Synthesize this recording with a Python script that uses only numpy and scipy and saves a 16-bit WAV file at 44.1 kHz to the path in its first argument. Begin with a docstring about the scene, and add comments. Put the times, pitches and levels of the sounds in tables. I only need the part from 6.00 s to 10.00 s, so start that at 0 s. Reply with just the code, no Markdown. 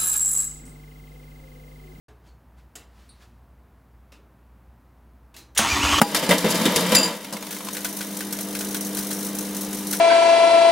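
"""A workshop, the microphone close to a running microwave oven with a headlight bulb arcing inside. A flashover
bangs, then the arc roars and flares in the steel cavity for a second, until the glass cracks with a ping. After
that the glowing bulb sizzles and spits, its plasma firing once per mains cycle, while the level of the
transformer hum and the fan, sunk low during the arcing, rises again behind it. The treble sits a little left."""
import sys
import numpy as np
from scipy import signal
from scipy.fft import rfft, irfft, next_fast_len
from scipy.io import wavfile
from scipy.ndimage import map_coordinates

SR = 44100
rng = np.random.default_rng(int(sys.argv[2]) if len(sys.argv) > 2 else 0)


def transcribe(u):
    """Save the signal u as a 16-bit wav file named by the first command-line argument.

    u: samples, shape (n,) or (channels, n), limited to [-1, 1]; the rate is SR.
    q: integer samples, one column per channel.
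    """
    v = np.clip(np.atleast_2d(u).T, -1, 1)
    q = np.round(v * 32767).astype(np.int16)
    wavfile.write(sys.argv[1], SR, q)


N = 176400

MAINS_HZ = 50
TICK_ATTACK_S, TICK_HOLD_S, TICK_T60_S = 0.00033, 0.0027, 0.054
FLARE_ATTACK_S, FLARE_HOLD_S = 0.0015, 0.0093

# transformer hum: multiple of the mains, level/dB
HUM_PARTIALS = [(4, -32), (6, -36), (8, -46), (9, -50.5), (10, -46.5)]
# dip and swell of hum and fan: t/s, gain/dB
OVEN_SWELL = [(0, 0.5), (.3, -11), (1.25, -12), (1.8, -5), (2.75, 1.3)]
# noise colours of the fan air and the glowing bulb: f/Hz, relative density/dB
FAN_SPECTRUM = [(25, -16), (55, -7), (125, -10.5), (175, 2), (450, -0.5), (2200, -18.5), (15000, -20)]
SIZZLE_SPECTRUM = [(1500, -69), (3950, -3), (4600, -11.5), (5900, 2), (7100, -3.5), (9400, 0.5),
                   (12400, -2.5), (13700, -0.5), (14600, -4.5)]
SNAP_SPECTRUM = [(1000, -9.5), (1350, -4), (1520, 8), (1800, -2), (9000, -6)]
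POP_SPECTRUM = [(600, -8), (1000, 11), (1300, 2), (15000, -9.5)]
# steady sizzle: t/s, gain/dB
SIZZLE_SWELL = [(1.15, -43.5), (1.75, -35.5), (2.9, -32.5), (3.0, -31.5), (3.27, -27), (3.33, -37),
                (3.45, -34), (4, -29)]
# spits of the glowing bulb: t/s, tick/dB, snap/dB
BULB_SPITS = [(1.5076, -32, -32), (1.5257, -35, -31), (1.7483, -32, -32), (1.7674, -40, -26.5),
              (1.8462, -24.5, -22.5), (1.968, -27.5, -44), (2.008, -40, -27), (2.169, -26, -44),
              (2.206, -38, -28), (2.3253, -23, -29), (2.3875, -37, -31), (2.409, -28, -46),
              (2.5498, -28.5, -29), (2.608, -28.5, -28), (2.6474, -29, -36), (2.7452, -25.5, -26),
              (2.947, -29, -40), (2.97, -28, -29.5), (2.988, -24, -32), (3.032, -34, -39),
              (3.112, -32, -29.5), (3.3488, -27, -40), (3.387, -23.5, -45), (3.566, -27.5, -41),
              (3.7297, -27.5, -35), (3.911, -23, -38), (3.9307, -22, -23.5)]
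# pops of the restriking arc: t/s, level/dB
RESTRIKES = [(1.2453, -32.5), (1.366, -30.5), (1.4247, -31), (1.4681, -33.5), (1.566, -35), (1.6053, -33.5),
             (1.6704, -31.5), (1.6855, -28)]
# cracks in the glass: t/s, gain/dB, relative ring length
GLASS_CRACKS = [(0.018, -37, 1.05), (0.953, -16, 1.02), (1.03, -20.5, 0.55), (2.982, -30.5, .17)]
# ring of the glass: f/Hz, relative level/dB, t60/s
GLASS_MODES = [(2706, -10, 0.53), (4820, 5, 0.27), (6545, -20, .4), (7230, 0, 0.28), (10100, -5, 0.17)]
# pressure swing and panel ring of the flashover: f/Hz, level/dB, t60/s
BANG_MODES = [(227, -1.5, 0.036), (567, -1.5, 0.018), (821, -18, 0.23), (897, -27, 0.14), (975, -25, 0.21)]
# flares that ring hollow: t/s, f/Hz, level/dB
HOLLOW_FLARES = [(0.291, 509, -17), (.307, 2022, -20), (.653, 3610, -22.5)]
# resonances of the steel cavity: f/Hz, relative gain/dB
CAVITY_MODES = [(182, 3), (212, 1), (263, -5.5), (302, -5.5), (463, -3), (503, -0.5), (573, -6.5),
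                (633, -5.5), (985, -5.5)]
# steady burn under the flares: t/s, gain/dB
BURN_SWELL = [(0, -14), (.2, -4), (.42, -4.5), (.5, -0.5), (1.06, -1), (1.2, -16.5)]
# flares of the arc, relative levels: t/s, crackle/dB, boom/dB, roar/dB, rasp/dB
ARC_FLARES = [(0.146, -18, -52, -22, -22), (0.2263, -33, -28, -26, -28), (0.2913, -23, -18.5, -20.5, -25),
              (0.3085, -22, -23, -14, -17.5), (0.3815, -24, -38, -42, -38),
              (0.4424, -50, -21.5, -20.5, -26), (0.5045, -23, -33, -39, -44),
              (0.5447, -26, -25.5, -46, -49), (0.654, -25, -19, -27, -22.5), (0.7595, -16, -21, -35, -22.5),
              (0.919, -22, -21.5, -18, -22), (0.9491, -14.5, -45, -27, -20.5),
              (1.3254, -30.5, -37, -29.5, -40)]
# the four voices of the arc: f/Hz, relative density/dB
BOOM_SPECTRUM = [(30, -45), (135, -12), (175, -4.5), (420, -3), (900, -42)]
ROAR_SPECTRUM = [(250, -52), (450, -5), (1000, -1), (1400, -7.5), (2500, -39)]
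RASP_SPECTRUM = [(700, -17), (1400, -3.5), (2100, 2), (3800, -3), (5000, -9.5), (9000, -16)]
CRACKLE_SPECTRUM = [(2000, -11), (4500, 0.5), (10500, -2), (15500, -10)]
# stereo width at the microphone: f/Hz, left-right likeness (1 and above is mono)
STEREO_LIKENESS = [(30, 0.5), (170, 1.06), (2000, 0.86), (13000, 0.52)]
# stereo balance: f/Hz, left minus right/dB
LEFT_LEAN = [(1500, 0.6), (10000, 1.8)]


def amp(db):
    """Decibels to gain."""
    return 10 ** (np.asarray(db) / 20)


def clock():
    """Time of each sample in seconds."""
    return np.arange(N) / SR


def along(points, hz):
    """Interpolate (f/Hz, value) points on a log frequency axis."""
    f, values = np.transpose(points)
    return np.interp(np.log(hz + 1), np.log(f + 1), values)


def swell(points):
    """Gain at each sample along (t/s, level/dB) points."""
    return amp(np.interp(clock(), *np.transpose(points)))


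def wobble(rate):
    """A smooth random curve, rate knots a second."""
    return map_coordinates(rng.standard_normal(int(N * rate / SR) + 4), [clock() * rate])


def filtered(x, response):
    """Shape x by a gain that depends on frequency."""
    size = next_fast_len(N + SR // 2)
    return irfft(rfft(x, size) * response(np.fft.rfftfreq(size, 1 / SR)), size)[..., :N]


def rush(spectrum, grain_db, ripple_db=3, ripple_hz=75):
    """Stereo noise of rms 1, clumped into grains and coloured by the dense upper modes of the box."""
    grains = rng.standard_normal((2, N)) * amp(grain_db * wobble(2000))
    knots = rng.standard_normal(SR // ripple_hz)

    def mid_side_gains(hz):
        ripple = ripple_db * np.minimum(hz / 1000, 1) * map_coordinates(knots, [hz / ripple_hz])
        spread = np.arccos(np.clip(along(STEREO_LIKENESS, hz), -1, 1)) / 2
        return amp(along(spectrum, hz) + ripple) * [np.cos(spread), np.sin(spread)]

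    mid, side = filtered(grains, mid_side_gains)
    stereo = np.array([mid + side, mid - side])
    return stereo / np.sqrt(np.mean(stereo ** 2) + 1e-20)


def burst_power(starts, dbs, hold, attack, t60):
    """Summed power of attack-hold-release envelopes; times in seconds."""
    power, t = np.zeros(N + SR), np.arange(SR // 2) / SR
    for start, db in zip(starts, dbs):
        envelope = np.minimum(t / attack, 1) * amp(db - 60 * np.maximum(t - hold, 0) / t60)
        power[int(start * SR):][:len(t)] += envelope ** 2
    return power[:N]


def ring(start, modes, attack):
    """Damped sines struck at one moment."""
    t = np.arange(SR) / SR
    tone = sum(amp(db - 60 * t / t60) * np.sin(2 * np.pi * hz * t) for hz, db, t60 in modes)
    return np.pad(tone * (1 - np.exp(-t / attack)), (int(start * SR), N))[:N]


def sparks(starts, dbs, spectrum, t60=TICK_T60_S, grain_db=3.5):
    """Single dry sparks, each a sharp burst of grainy noise."""
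    power = burst_power(starts, dbs, TICK_HOLD_S, TICK_ATTACK_S, t60)
    return np.sqrt(power) * rush(spectrum, grain_db)


def oven(fan_db=-40):
    """The background: the transformer hums on mains harmonics and the cooling fan moves air."""
    hum = np.zeros(N)
    for harmonic, db in HUM_PARTIALS:
        phase = 2 * np.pi * (harmonic * MAINS_HZ * clock() + rng.random())
        hum += amp(db) * np.sin(phase + 0.16 * wobble(6.38))
    fan = amp(fan_db) * rush(FAN_SPECTRUM, grain_db=0.5)
    return swell(OVEN_SWELL) * (hum + fan)


def sizzle(offset_s=0.0063, scatter_s=0.0011, scatter_db=2.54, feed_db=-6.5):
    """The plasma fires once per mains cycle; each spit ticks, snaps and feeds the next few firings."""
    starts, tick_db, snap_db = np.transpose(BULB_SPITS)
    cycles = np.arange(N * MAINS_HZ // SR) / MAINS_HZ + offset_s
    late, size = rng.standard_normal((len(cycles), 2)).T
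    firing_times = np.abs(cycles + scatter_s * late)
    firing = burst_power(firing_times, scatter_db * size, TICK_HOLD_S, attack=0.0014, t60=0.12)
    fed = burst_power(starts, tick_db + feed_db, hold=1 / MAINS_HZ, attack=1 / MAINS_HZ, t60=0.37)
    hiss = np.sqrt(firing * (swell(SIZZLE_SWELL) ** 2 + fed)) * rush(SIZZLE_SPECTRUM, grain_db=3)
    snaps = sparks(starts, snap_db, SNAP_SPECTRUM, t60=0.12, grain_db=2.5)
    return hiss + snaps + sparks(starts, tick_db, SIZZLE_SPECTRUM)


def sputter():
    """Before the glow settles, the arc restrikes with small hollow pops."""
    starts, dbs = np.transpose(RESTRIKES)
    return sparks(starts, dbs, POP_SPECTRUM)


def glass(beat_hz=62, twin_db=-5, rough_db=2.2, jitter_rad=0.5):
    """The bulb rings roughly each time the heat cracks it; every mode beats with a lower twin."""
    pings = np.zeros(N)
    for hz, db, t60 in GLASS_MODES:
        tone = np.zeros(N)
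        for start, crack_db, length in GLASS_CRACKS:
            pair = [(hz, db, t60 * length), (hz - beat_hz, db + twin_db, t60 * length)]
            tone += amp(crack_db) * ring(start, pair, attack=0.002)
        roughness = amp(rough_db * wobble(110))
        phase_jitter = np.exp(1j * jitter_rad * wobble(120))
        pings += (signal.hilbert(tone) * roughness * phase_jitter).real
    return pings


def flashover(start_s=0.0157, crack_db=-7):
    """One discharge: a sharp bang with a crack on top; the recorder's low cut removes the deep bass."""
    power = burst_power([start_s], [crack_db], hold=0.0013, attack=0.00012, t60=0.049)
    crack = np.sqrt(power) * rush([(1200, 6.5), (3500, -9.5), (9000, -7.5), (15000, -11)], grain_db=0.5)
    bang = ring(start_s, BANG_MODES, attack=0.0001) + crack
    return signal.sosfilt(signal.butter(3, 150, "highpass", fs=SR, output="sos"), bang)


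def howls(relative_width=0.16):
    """Some flares bark or sing briefly in one broad resonance."""
    barks = np.zeros(N)
    for start, hz, db in HOLLOW_FLARES:
        flutter = wobble(relative_width * hz) + 1j * wobble(relative_width * hz)
        band = (flutter * np.exp(2j * np.pi * hz * clock())).real
        barks += np.sqrt(burst_power([start], [db], FLARE_HOLD_S, FLARE_ATTACK_S, t60=0.13)) * band
    return barks


def cavity(x, width_hz=13.8, direct_gain=0.5, ring_gain=1.38):
    """The direct sound reaches the microphone together with the ring of the steel box."""
    def response(f):
        damping = 1j * f * width_hz
        modes = sum(amp(db) * damping / (hz ** 2 - f ** 2 + damping) for hz, db in CAVITY_MODES)
        return direct_gain + ring_gain * modes

    return filtered(x, response)


def arc(flicker_db=2.5):
    """Up front, a steady burn with flares that each open with a spark; boom and roar ring the cavity."""
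    starts, crackle_db, boom_db, roar_db, rasp_db = np.transpose(ARC_FLARES)
    burn = swell(BURN_SWELL)
    flicker = amp(flicker_db * wobble(2 * MAINS_HZ))

    def voice(spectrum, dbs, burn_db, t60, grain_db):
        flares = burst_power(starts, dbs, FLARE_HOLD_S, FLARE_ATTACK_S, t60)
        return np.sqrt(flares + (amp(burn_db) * burn) ** 2) * rush(spectrum, grain_db)

    boom = voice(BOOM_SPECTRUM, boom_db, burn_db=-28, t60=0.24, grain_db=1)
    roar = voice(ROAR_SPECTRUM, roar_db, burn_db=-25, t60=0.19, grain_db=1.5)
    rasp = voice(RASP_SPECTRUM, rasp_db, burn_db=-28, t60=0.19, grain_db=1.5)
    crackle = voice(CRACKLE_SPECTRUM, crackle_db - 3.5, burn_db=-30.5, t60=0.18, grain_db=3.5)
    return cavity(boom + roar) + rasp + flicker * crackle + sparks(starts, crackle_db, CRACKLE_SPECTRUM)


def scene():
    """All sources as they meet at the microphone; the treble leans to the left."""
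    mix = oven() + flashover() + arc() + howls() + glass() + sputter() + sizzle()
    half_each_side = np.array([[0.5], [-0.5]])
    return filtered(mix, lambda hz: amp(along(LEFT_LEAN, hz) * half_each_side))


def record(dry):
    """The recorder clips at full scale and keeps nothing above its band limit."""
    return filtered(np.clip(dry, -1, 1), lambda hz: hz < 15800)


dry = scene()
out = record(dry)
transcribe(out)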